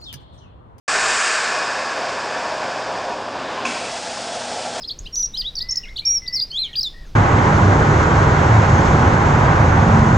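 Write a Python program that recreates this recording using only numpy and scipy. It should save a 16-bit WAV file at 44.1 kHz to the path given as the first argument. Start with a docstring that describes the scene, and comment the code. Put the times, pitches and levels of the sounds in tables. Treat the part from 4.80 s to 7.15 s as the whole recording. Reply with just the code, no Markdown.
"""A small songbird close by sings a quick run of whistled chirps, slurs and warbles in a garden.
Each note is a nearly pure tone that slides in pitch, with weak overtones shaped by the bird's throat.
A farther bird flutes and warbles in a lower voice, one soft reedy note dips, and others call faintly.
Leaves and nearby surfaces scatter the song into a short tail, over a quiet outdoor background,
a low rustle and a little wind on the microphone."""
import sys
import numpy as np
from scipy import signal
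from scipy.fft import rfft, irfft, next_fast_len
from scipy.io import wavfile

SR = 44100
rng = np.random.default_rng(int(sys.argv[2]) if len(sys.argv) > 2 else 0)


def file_out(sig):
    """Save sig as 16-bit WAV at sys.argv[1]."""
    # one column per channel
    cols = np.atleast_2d(sig).T
    # limit, then scale
    lim = np.clip(cols, -1, 1)
    pcm = np.round(lim * 32767).astype(np.int16)
    wavfile.write(sys.argv[1], SR, pcm)


N = 103635
TIME = np.arange(N) / SR


def from_db(db):
    """Turn decibels into a number to multiply by."""
    return 10 ** (np.asarray(db) / 20)


def rms_one(x):
    """Scale a sound so that its average power is 1."""
    return x / np.sqrt(np.mean(x ** 2) + 1e-20)


def over_time(points):
    """Join (seconds, value) points with straight lines, giving one value for every sample."""
    return np.interp(TIME, *np.transpose(points))


def gain_at(points, hz):
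    """Read the gain at each frequency from a curve of (Hz, dB) points."""
    point_hz, db = np.transpose(points)
    return from_db(np.interp(np.log(hz + 1), np.log(point_hz), db))


def coloured(x, points):
    """Turn a sound's lows and highs up or down along a curve of (Hz, dB) points."""
    size = next_fast_len(2 * len(x))
    gain = gain_at(points, np.fft.rfftfreq(size, 1 / SR))
    return irfft(rfft(x, size) * gain, size)[:len(x)]


def drift(rate_hz):
    """A smooth random wander, about 1 in size; a higher rate wanders faster."""
    pole = np.exp(-2 * np.pi * rate_hz / SR)
    wander = signal.lfilter([1], [1, -2 * pole, pole * pole], rng.standard_normal(2 * N))
    return rms_one(wander[N:])


def glide(t, times, values):
    """A smooth curve through the points that never overshoots them."""
    step = np.maximum(np.diff(times), 1e-5)
    slope = np.diff(values) / step
    before, after = slope[:-1], slope[1:]
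    tangent = np.r_[slope[0], 2 * np.maximum(before * after, 0) / (before + after + 1e-9), slope[-1]]
    i = np.clip(np.searchsorted(times, t) - 1, 0, len(step) - 1)
    u = np.clip((t - times[i]) / step[i], 0, 1)  # 0 at one point, 1 at the next
    bend = (1 - u) * (tangent[i] - slope[i]) - u * (tangent[i + 1] - slope[i])
    return values[i] + step[i] * u * (slope[i] + (1 - u) * bend)


# The tone of the outdoor air. Each row: frequency in Hz, relative level in dB.
AIR_COLOUR = [(30, 19.5), (165, 16.5), (270, 8), (500, 5.5), (1000, 0), (1700, -4), (5000, -3.5),
              (7300, -15), (15500, -23)]
def outdoor_air(level_db=-47):
    """A steady, far-off rumble and hiss."""
    return from_db(level_db) * rms_one(coloured(rng.standard_normal(N), AIR_COLOUR))


# How the rustle fades. Each row: time in seconds, level in dB.
RUSTLE_LEVELS = [(.3, -54.5), (1.0, -66.5)]
def rustle(band_hz=(200, 520)):
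    """A low rustle, strongest at the start and then dying down."""
    band = signal.butter(2, band_hz, "band", fs=SR, output="sos")
    noise = rms_one(signal.sosfilt(band, rng.standard_normal(N)))
    return from_db(over_time(RUSTLE_LEVELS)) * noise


# How wide the background is. Each row: frequency in Hz, level of the sides against the centre in dB.
BACKGROUND_WIDTH = [(50, -31.5), (350, -13), (1200, -7.5), (5000, -23)]
def background():
    """Air and rustle spread between left and right, a little wider in the middle pitches."""
    centre = outdoor_air() + rustle()
    side = coloured(outdoor_air() + rustle(), BACKGROUND_WIDTH)
    return centre + side * [[1], [-1]]


# The rise and fall of the wind. Each row: time in seconds, level in dB.
WIND_LEVELS = [(.15, -47), (.21, -31.5), (.3, -40), (.8, -39.5), (.88, -33.5), (.98, -47), (1.15, -32.5),
               (1.55, -45), (2.08, -43.5), (2.2, -35.5)]
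def wind(band_hz=(9, 37)):
    """Light puffs make a deep flutter on the microphone."""
    band = signal.butter(2, band_hz, "band", fs=SR, output="sos")
    flutter = rms_one(signal.sosfilt(band, rng.standard_normal(2 * N))[N:])
    return from_db(over_time(WIND_LEVELS)) * flutter


def syllable(points, attack_s=.0014, release_s=.0046):
    """One bird note: the samples where it sounds, its sliding pitch and its loudness."""
    times, hz, db = np.transpose(points)
    times = np.sort(times)
    fade_in = np.clip((TIME - times[0]) / attack_s + .5, 0, 1)
    fade_out = np.clip((times[-1] - TIME) / release_s + .5, 0, 1)
    fade = fade_in * fade_out
    live = np.flatnonzero(fade)
    gain = from_db(glide(TIME[live], times, db)) * np.sin(fade[live] * np.pi / 2) ** 2
    return live, glide(TIME[live], times, hz), gain


# The throat lets overtones through unevenly. Each row: frequency in Hz, boost or cut in dB.
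THROAT_COLOUR = [(3500, -0.5), (5000, 12.5), (6500, 11.5), (7800, 0), (10000, -3), (12000, -4),
                 (15000, 3.5)]
# Overtones change in strength from note to note. Each row: time in seconds, boost or cut in dB.
OVERTONE_BRIGHTNESS = [(.12, -2), (.36, 6.5), (.42, -1), (.6, 3), (.66, -14), (.77, 1.5), (1.75, -1.5),
                       (1.81, -4.5), (2.04, 2.5)]
def sing(notes, overtones_db=(), warbles=()):
    """A bird's nearly pure whistle; overtones_db gives base levels at 2, 3, .. times its pitch."""
    waver = 1 + .003 * drift(450)
    shimmer_db = .5 * drift(70)
    flickers_db = [2.5 * drift(60) + over_time(OVERTONE_BRIGHTNESS) for _ in overtones_db]
    hiss = signal.lfilter([1, -1], [2], rng.standard_normal(N))
    warble_hz, warble_db = warble(warbles)
    out = np.zeros(N)
    for note in notes:
        live, pitch, gain = syllable(note)
        phase = 2 * np.pi * np.cumsum(pitch * waver[live] + warble_hz[live]) / SR
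        sweep_hz_per_s = np.abs(np.diff(pitch, prepend=pitch[:1])) * SR
        rasp = from_db(-36) * np.tanh(sweep_hz_per_s / 40000) * hiss[live]  # strongest in fast slides
        tone = np.sin(phase) + rasp
        for k, (db, flicker_db) in enumerate(zip(overtones_db, flickers_db), 2):
            throat = gain_at(THROAT_COLOUR, k * pitch) * (k * pitch < SR / 2)
            tone += from_db(db + flicker_db[live]) * throat * np.sin(k * phase)
        out[live] += gain * from_db(shimmer_db[live] + warble_db[live]) * tone
    return out


def blurred(x, wander_radians=2, rate_hz=65):
    """A wandering phase smears each tone into a soft, pitch-blurred wash."""
    wander = np.exp(1j * wander_radians * drift(rate_hz))
    return np.real(signal.hilbert(x, next_fast_len(N))[:N] * wander)


# Calls from far away. Each row: start in seconds, length in seconds, first pitch in Hz,
# last pitch in Hz, level in dB before the garden scatters it.
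DISTANT_CALLS = [(-.01, 0.02, 4780, 5000, -25), (0.225, 0.043, 5300, 4680, -38),
                 (1.767, .13, 2550, 2194, -42.5), (2.253, 0.031, 6620, 5660, -46)]
def distant_birds():
    """Faint short sliding whistles, blurred in pitch."""
    notes = [[(start, first_hz, db), (start + length, last_hz, db)]
             for start, length, first_hz, last_hz, db in DISTANT_CALLS]
    return blurred(sing(notes))


# Echoes from nearby surfaces. Each row: delay in seconds, level in dB.
NEAR_ECHOES = [(.0062, -28), (0.0126, -18.5)]
# The tone of the scattered sound. Each row: frequency in Hz, boost in dB.
SCATTER_TONE = [(2000, 7), (5000, 1.5), (7000, 3), (14000, 5)]
def garden(x, leaves_db=-14, leaves_s=.16, tail_db=-24, tail_s=.65):
    """What the garden sends back: two echoes, quick scatter from leaves and a faint, blurred tail."""
    t = TIME[:SR]
    out = sum(from_db(db) * np.interp(TIME - delay, TIME, x, left=0) for delay, db in NEAR_ECHOES)
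    for sound, db, decay_s in ((x, leaves_db, leaves_s), (blurred(x), tail_db, tail_s)):
        fade = from_db(-60 * t / decay_s) * np.minimum(t / .006, 1)
        scatter = rms_one(rng.standard_normal(SR) * fade) / np.sqrt(SR)
        response = coloured(from_db(db) * scatter, SCATTER_TONE)
        out += signal.fftconvolve(sound, response)[:N]
    return out


# The close bird's song. Each row is one note, made of points: time in seconds, pitch in Hz, level in dB.
SONG_NOTES = [
    [(0.0195, 5200, -30), (0.0282, 4990, -29), (0.0405, 3230, -35.5), (0.0513, 4260, -26),
     (0.06, 4300, -52)],
    [(0.076, 4860, -31), (0.0805, 5180, -28.5), (0.0896, 4730, -23), (0.1015, 3217, -28.5),
     (0.1134, 4270, -21), (0.128, 4630, -38)],
    [(0.188, 5540, -36), (0.1917, 6480, -27.5), (0.198, 8200, -57)],
    [(0.254, 3450, -44), (0.267, 4200, -31.5)],
    [(0.26, 2595, -39.5), (0.2728, 3040, -30.5), (0.281, 3500, -56)],
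    [(0.326, 5690, -40), (0.338, 5556, -27), (0.35, 5705, -22.5), (0.3545, 7300, -31.5)],
    [(0.3605, 5980, -24.5), (0.379, 5870, -17), (0.3905, 6170, -21)],
    [(0.394, 5886, -17.5), (0.412, 5910, -17), (0.425, 5886, -19.5)],
    [(0.4285, 5790, -16), (0.447, 5710, -17.5), (0.4555, 6210, -22)],
    [(0.459, 5790, -23), (0.474, 5530, -33)],
    [(0.536, 3740, -43), (0.5432, 3790, -26.5), (0.557, 4210, -22.5)],
    [(0.553, 2950, -38), (0.569, 3260, -29), (0.578, 5060, -20.5), (0.608, 4660, -19), (0.625, 2770, -32.5)],
    [(0.636, 2954, -39.5), (0.6601, 3500, -22.5), (0.6779, 3866, -21), (0.703, 3940, -38)],
    [(0.754, 4770, -21.5), (0.7588, 5860, -25), (0.763, 5496, -45)],
    [(0.766, 5050, -24), (0.7721, 4560, -24), (0.7864, 4500, -20.5), (0.792, 5390, -21), (0.794, 3980, -20)],
    [(0.804, 3510, -28), (0.8113, 4070, -21.5), (0.8269, 4970, -21), (0.829, 3900, -20)],
    [(0.887, 5400, -28.5), (0.8968, 5480, -18), (0.902, 5070, -21)],
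    [(0.903, 4550, -33), (0.912, 6180, -15), (0.918, 7250, -32.5)],
    [(0.916, 5324, -21.5), (0.928, 5425, -15.5), (0.938, 5370, -30)],
    [(0.955, 3980, -38), (0.959, 5370, -17.5), (0.965, 7550, -35)],
    [(0.968, 5390, -44), (0.973, 5413, -13), (0.99, 4970, -27)],
    [(1.034, 2830, -39), (1.0381, 2850, -32), (1.052, 2330, -40)],
    [(1.159, 3280, -37), (1.1662, 3840, -24), (1.1753, 4580, -25.5), (1.1825, 2920, -28.5),
     (1.1963, 4135, -18.5), (1.206, 4470, -55.5)],
    [(1.251, 4630, -27.5), (1.256, 5715, -16.5), (1.264, 5520, -15), (1.276, 5490, -12), (1.305, 5665, -14),
     (1.34, 5684, -14.5), (1.368, 5538, -15.5), (1.383, 5385, -19), (1.391, 4870, -43)],
    [(1.462, 3480, -38), (1.47, 4140, -26.5)],
    [(1.477, 5160, -22), (1.4849, 4568, -18.5), (1.496, 4840, -41)],
    [(1.527, 5180, -25), (1.5423, 5415, -18.5), (1.549, 5470, -13)],
    [(1.55, 6490, -38.5), (1.554, 5485, -15.5), (1.563, 4880, -15.5), (1.591, 4154, -26),
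     (1.596, 4770, -19.5), (1.601, 4900, -13), (1.605, 3535, -28.5), (1.615, 4560, -17.5),
     (1.624, 4817, -15.5), (1.64, 4860, -22.5)],
    [(1.702, 4210, -41), (1.7159, 4430, -24.5), (1.721, 5150, -35.5)],
    [(1.716, 2985, -37), (1.768, 3455, -20), (1.787, 4020, -19), (1.803, 4175, -17), (1.826, 4025, -19),
     (1.85, 3326, -22.5), (1.879, 2880, -37.5)],
    [(1.931, 3370, -31), (1.9431, 2890, -32.5), (1.9511, 2326, -46.5), (1.9554, 3380, -24),
     (1.9609, 4580, -21), (1.967, 4808, -21), (1.9965, 4742, -13.5), (2.002, 3780, -28)],
    [(2.005, 4880, -29), (2.011, 5200, -16.5), (2.018, 4980, -20.5), (2.022, 3840, -29)],
    [(2.028, 6570, -44), (2.032, 5280, -16), (2.037, 4250, -20), (2.047, 3950, -21.5), (2.075, 3523, -23),
     (2.089, 3470, -39)],
]
def songbird():
    """A quick run of high chirps, slurs and flicks, with two weak overtones."""
    return sing(list(SONG_NOTES) + flicks(), overtones_db=[-34.5, -33.5])


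# Flicks that cut the first long whistle into five pieces.
# Each row: start in seconds, top pitch in Hz, starting level in dB.
SONG_FLICKS = [(0.356, 6840, -15), (0.391, 6200, -22), (0.4255, 6230, -18.5), (0.456, 6130, -22.5)]
def flicks(length_s=.0037, end_hz=3600, bend=.9, fade_db=12):
    """Notes for the songbird that plunge nearly an octave in an instant, fading as they fall."""
    progress = np.linspace(0, 1, 8)
    fall = progress ** bend
    return [np.c_[start + length_s * progress, hz + (end_hz - hz) * fall, db - fade_db * progress]
            for start, hz, db in SONG_FLICKS]


# The lower bird's tune. Each row is one note, made of points: time in seconds, pitch in Hz,
# level in dB before it is shared between left and right.
FLUTING_NOTES = [
    [(.615, 1857, -54), (.65, 2045, -47)],
    [(.785, 1838, -59.5), (.83, 1965, -43), (.9, 2034, -45.5), (1.045, 1978, -53.5)],
    [(1.055, 2184, -42), (1.135, 2129, -46.5)],
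    [(1.218, 2260, -43), (1.24, 2423, -44.5), (1.368, 2383, -49)],
    [(1.42, 2066, -41.5), (1.497, 1979, -40), (1.59, 2084, -44), (1.62, 2020, -48)],
    [(1.89, 1915, -50.5), (1.95, 1882, -55), (1.99, 1456, -57.5)],
    [(2.135, 1857, -50), (2.18, 1936, -48.5), (2.235, 1890, -53), (2.28, 1310, -56)],
]
# Where that bird warbles. Each row: start in seconds, end in seconds, pitch swing each way in Hz.
FLUTING_WARBLES = [(0.91, 1.135, 75), (1.238, 1.38, 85.7), (1.892, 2.272, 51)]
def fluting_bird(left_lead_db=5, scatter_boost_db=1):
    """A farther bird flutes in a lower voice on the left; the garden scatters it to both sides."""
    voice = sing(FLUTING_NOTES, overtones_db=[-43.5], warbles=FLUTING_WARBLES)
    pan = from_db([[left_lead_db / 2], [-left_lead_db / 2]])
    scattered = np.array([garden(voice), garden(voice)])
    return pan * voice + from_db(scatter_boost_db) * scattered


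def warble(stretches, rate_hz=56, depth_db=5.5):
    """A fast wobble in pitch and level: the voice gets louder each time its pitch dips."""
    pitch_hz, level_db = np.zeros((2, N))
    for start, end, depth_hz in stretches:
        fade = np.clip(np.minimum(TIME - start, end - TIME) * 2 * rate_hz, 0, 1)
        swing = np.sin(2 * np.pi * rate_hz * (TIME - start)) * fade
        pitch_hz -= depth_hz * swing
        level_db += depth_db * swing
    return pitch_hz, level_db


# The path of the reedy note. Each row: time in seconds, pitch in Hz, level in dB.
REEDY_POINTS = [(1.052, 2030, -49.5), (1.069, 1404, -54.5), (1.098, 2006, -44.5)]
def reedy_note():
    """One soft note dips and rises again; a strong overtone makes it reedy."""
    return sing([REEDY_POINTS], overtones_db=[0])


def scene():
    """Song and wind in the centre, the fluting bird to the left, the background around them."""
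    near = songbird() + reedy_note()
    scattered = garden(near + distant_birds())  # the distant birds are heard only as echoes
    return near + scattered + fluting_bird() + wind() + background()


def record(dry, cutoff_hz=15900):
    """The very highest treble is cut off steeply."""
    return signal.sosfilt(signal.ellip(10, .1, 80, cutoff_hz, fs=SR, output="sos"), dry)


dry = scene()
out = record(dry)
file_out(out)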